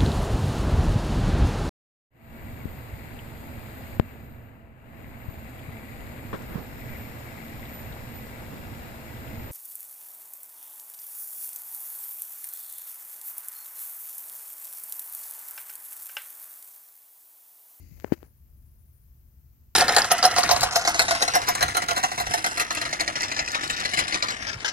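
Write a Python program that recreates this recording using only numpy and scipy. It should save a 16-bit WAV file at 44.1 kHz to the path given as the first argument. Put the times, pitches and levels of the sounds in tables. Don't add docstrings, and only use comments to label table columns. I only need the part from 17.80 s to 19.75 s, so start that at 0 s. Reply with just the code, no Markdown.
import sys
import numpy as np
from scipy import signal
from scipy.fft import rfft, irfft
from scipy.io import wavfile

SR = 44100
rng = np.random.default_rng(int(sys.argv[2]) if len(sys.argv) > 2 else 0)


def store_wav(level_fs):
    pcm = np.round(np.clip(np.atleast_2d(level_fs), -1, 1) * 32767)
    wavfile.write(sys.argv[1], SR, pcm.T.astype(np.int16))


N = 85995
TIME = np.arange(N) / SR
BIN_HZ = np.maximum(np.fft.rfftfreq(N, 1 / SR), 1)
CUTOFF_HZ = 15830

# frequency in Hz, density in dB per Hz before its gain curve.
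RUMBLE_COLOUR = [(15, -104.5), (33, -75), (55, -72), (74, -67.5), (98, -82.5), (120, -76), (160, -88),
                 (250, -95), (450, -110), (1000, -124), (3000, -150)]
# time in seconds, gain in dB.
RUMBLE_GAIN = [(0, 2.5), (.37, -1), (.46, 1.5), (.58, -0.5), (.78, 2), (1.06, -1.5), (1.3, 0), (1.95, -0.5)]
# frequency in Hz, density in dB per Hz.
LEFT_HISS_COLOUR = [(200, -106), (1000, -113), (2500, -117), (3600, -120), (4800, -114), (6700, -113),
                    (8800, -117), (12000, -113), (16000, -118)]
RIGHT_HISS_COLOUR = [(200, -110), (1000, -113), (2500, -116), (4500, -122), (8000, -131), (11000, -120),
                     (12200, -108), (14000, -105), (16000, -107)]
# frequency in Hz, density in dB per Hz before its gain curve.
TOP_HISS_COLOUR = [(9000, -135), (11000, -117), (12700, -104), (14100, -102), (14900, -109), (16000, -111)]
# time in seconds, gain in dB.
TOP_HISS_GAIN = [(0, 3), (.2, 9.5), (.45, 1), (.9, 1.5), (1.35, 3), (1.55, 0.5), (1.7, 1.5), (1.95, -3)]
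# time in seconds, pitch in Hz, level in dB before the sputter.
WHINE_COURSE = [(0, 9829, -67.5), (.14, 9800, -73), (.28, 9890, -72), (.5, 9870, -71), (.63, 9790, -76.5),
                (.72, 9800, -75), (1.0, 9800, -71.5), (1.22, 9730, -69.5), (1.27, 9750, -80.5),
                (1.54, 9590, -75), (1.6, 10200, -101), (1.95, 9800, -102)]
# frequency in Hz, density in dB per Hz before the gain curve or fade.
SKIN_HISS_COLOUR = [(1200, -120), (1700, -104), (2100, -96), (2700, -100), (3400, -113), (4600, -101),
                    (5600, -103), (6700, -99), (8500, -112), (11000, -109), (13500, -99), (16000, -102)]
SKIN_RUB_COLOUR = [(60, -81.5), (150, -77.5), (380, -80.5), (600, -83), (950, -89.5), (1250, -94.5),
                   (1700, -90.5), (2800, -103), (4000, -118)]
EDGE_SCUFF_COLOUR = [(150, -63), (350, -59.5), (600, -76), (1100, -73.5), (2100, -74.5), (3500, -83),
                     (6000, -86.5), (9000, -93), (13000, -87.5), (16000, -88.5)]
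RUSTLE_COLOUR = [(100, -90), (270, -79), (400, -91), (700, -112), (1500, -135)]
# time in seconds, gain in dB.
SKIN_HISS_GAIN = [(0, -4), (.1, -5.5), (.19, -0.5), (.25, 1.5), (.31, -1.5), (.36, -1), (.41, -6),
                  (.445, -4), (.475, -15.5), (.55, -45.5)]
SKIN_RUB_GAIN = [(0, -19.5), (.11, -23), (.19, -9), (.24, -8), (.25, 10), (.285, -2.5), (.316, 3.5),
                 (.35, -6.5), (.38, -8.5), (.42, -10), (.436, 1), (.465, -20), (.55, -32)]
# centre in Hz, width in Hz, opening level in dB.
RASP_BANDS = [(2080, 160, -72.5), (2600, 500, -74), (4650, 800, -70.5), (5330, 1700, -76),
              (6700, 1000, -70)]
# centre in seconds, width in seconds, pitch in Hz, level in dB.
LOW_THUDS = [(0.031, 0.043, 86.2, -42), (0.12, 0.0087, 157, -38.5), (0.167, 0.051, 75, -42),
             (0.253, 0.012, 93.5, -38)]
# start in seconds, gain in dB, left minus right in dB, low-pass in Hz.
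GRIP_TICKS = [(.110, -46, 20, 11900), (.161, -47.5, -5, 13900), (.2001, -28, 34, 13200),
              (.2086, -30.5, 30, 6950), (.4298, -26, 30, 3880)]
# time in seconds, gain in dB, build-up in seconds, ring pitch in Hz, Q, low-pass in Hz,
# left minus right in dB.
POPS_AND_REBOUND = [(.2453, 2.5, .00018, 376, .85, 5300, 30.5),
                    (0.3224, 9, 0.00072, 279.4, 1.6, 8340, 53.5), (.3289, -0.5, .0004, 340, 8, 3000, 50),
                    (0.4296, -7.5, 0.000098, 345, 1.8, 12000, 35)]
# centre in Hz, gain in dB, Q.
PORT_BELLS = [(745.6, -1.5, 2.4), (1226, -9, 3.5), (1823, 3.5, 2.9), (3933, -12, 3.2), (6000, 3.5, 1.5)]


def from_db(db):
    return 10 ** (np.asarray(db) / 20)


def in_time(rows):
    seconds, *columns = np.transpose(rows)
    return [np.interp(TIME, seconds, column) for column in columns]


def pan(x, left_db):
    return x * from_db([[min(left_db, 0)], [-max(left_db, 0)]])


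def noise(colour):
    hz, db = np.transpose(colour)
    gain = from_db(np.interp(np.log(BIN_HZ), np.log(hz), db)) * np.sqrt(SR / 2)
    return irfft(rfft(rng.standard_normal(N)) * gain, N)


def noise_pair(colour):
    return np.array([noise(colour), noise(colour)])


def flutter(spread_hz, centre_hz=0):
    motion = irfft(rfft(rng.standard_normal(N)) / (1 + ((BIN_HZ - centre_hz) / spread_hz) ** 2), N)
    return motion / motion.std()


def swell(centre_s, width_s, hz, db):
    offset = TIME - centre_s
    envelope = from_db(db) * np.exp(-(offset / width_s) ** 2)
    return envelope * np.sin(2 * np.pi * (hz * offset + rng.random()))


def bell(x, hz, gain_db, q):
    w, a = 2 * np.pi * hz, from_db(gain_db / 2)
    return signal.lfilter(*signal.bilinear([1, w * a / q, w * w], [1, w / (a * q), w * w], SR), x)


def roll_off(x, hz, kind="low"):
    return signal.lfilter(*signal.butter(1, hz, kind, fs=SR), x)


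def room_rumble(shared=0.88):
    rumble = np.sqrt(shared) * noise(RUMBLE_COLOUR) + np.sqrt(1 - shared) * noise_pair(RUMBLE_COLOUR)
    return pan(rumble * from_db(in_time(RUMBLE_GAIN)[0]), left_db=2.5)


def microphone_hiss():
    left = noise(LEFT_HISS_COLOUR) + noise(TOP_HISS_COLOUR) * from_db(in_time(TOP_HISS_GAIN)[0])
    return np.array([left, noise(RIGHT_HISS_COLOUR)])


def whine(waver_hz=25):
    hz, db = in_time(WHINE_COURSE)
    phase = 2 * np.pi * np.cumsum(hz + waver_hz * flutter(spread_hz=160)) / SR
    sputter = np.maximum(1 + .5 * flutter(spread_hz=45), 0)
    return pan(np.sin(phase) * from_db(db) * sputter, left_db=20)


def finger_rub():
    catch_db = 4.5 * flutter(spread_hz=122)
    hiss = noise_pair(SKIN_HISS_COLOUR) * from_db(in_time(SKIN_HISS_GAIN)[0] + .5 * catch_db)
    rub = noise_pair(SKIN_RUB_COLOUR) * from_db(in_time(SKIN_RUB_GAIN)[0] + catch_db)
    return pan(hiss, left_db=25.5) + pan(rub, left_db=21)


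def finger_rasp(rustle_fade_s=.17, rasp_fade_s=.19):
    rustle = noise(RUSTLE_COLOUR) * np.exp(-(TIME / rustle_fade_s) ** 2)
    rasp = sum(from_db(db) * flutter(width_hz / 2, hz) for hz, width_hz, db in RASP_BANDS)
    return pan(rustle + rasp * np.exp(-(TIME / rasp_fade_s) ** 2), left_db=26)


def low_thuds():
    return pan(sum(swell(*row) for row in LOW_THUDS), left_db=32)


def grip_ticks(grit=0.59, decay_s=0.00012):
    out = np.zeros((2, N))
    age = TIME[:SR // 100]
    for start_s, db, left_db, dull_hz in GRIP_TICKS:
        tick = grit * rng.standard_normal(len(age)) * np.exp(-age / decay_s)
        tick[0] = -1
        tick = bell(roll_off(tick, dull_hz), hz=1680, gain_db=9.5, q=1)
        start = int(start_s * SR)
        out[:, start:start + len(age)] += pan(from_db(db) * tick, left_db)
    return out


def pops_and_rebound():
    out = np.zeros((2, N))
    for at_s, db, build_s, hz, q, dull_hz, left_db in POPS_AND_REBOUND:
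        break_off = np.clip((at_s - TIME) * SR, 0, 1)
        pulse = -np.exp(np.minimum(TIME - at_s, 0) / build_s) * break_off
        w = 2 * np.pi * hz
        resonance = signal.bilinear([w / q, 0], [1, w / q, w * w], SR)
        ring = signal.lfilter(*resonance, pulse + 1e-18)
        out += pan(from_db(db) * roll_off(ring + 1e-18, dull_hz), left_db)
    for row in PORT_BELLS:
        out = bell(out, *row)
    return roll_off(out, hz=50, kind="high")


def edge_scuff(start_s=0.3228, attack_s=0.003, hold_s=.014, decay_s=0.0058):
    age = TIME - start_s
    envelope = np.clip(age / attack_s, 0, 1) * np.exp(-np.maximum(age - hold_s, 0) / decay_s)
    return pan(noise(EDGE_SCUFF_COLOUR) * envelope * from_db(flutter(spread_hz=500)), left_db=38)


def whistle():
    return swell(centre_s=1.59, width_s=0.023, hz=8960, db=-78.5)


def scene():
    bed = room_rumble() + microphone_hiss() + whine() + whistle()
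    skin = finger_rub() + finger_rasp() + edge_scuff()
    return bed + skin + low_thuds() + pops_and_rebound() + grip_ticks()


def record(dry):
    return signal.sosfilt(signal.ellip(12, .1, 80, CUTOFF_HZ, fs=SR, output="sos"), dry)


dry = scene()
out = record(dry)
store_wav(out)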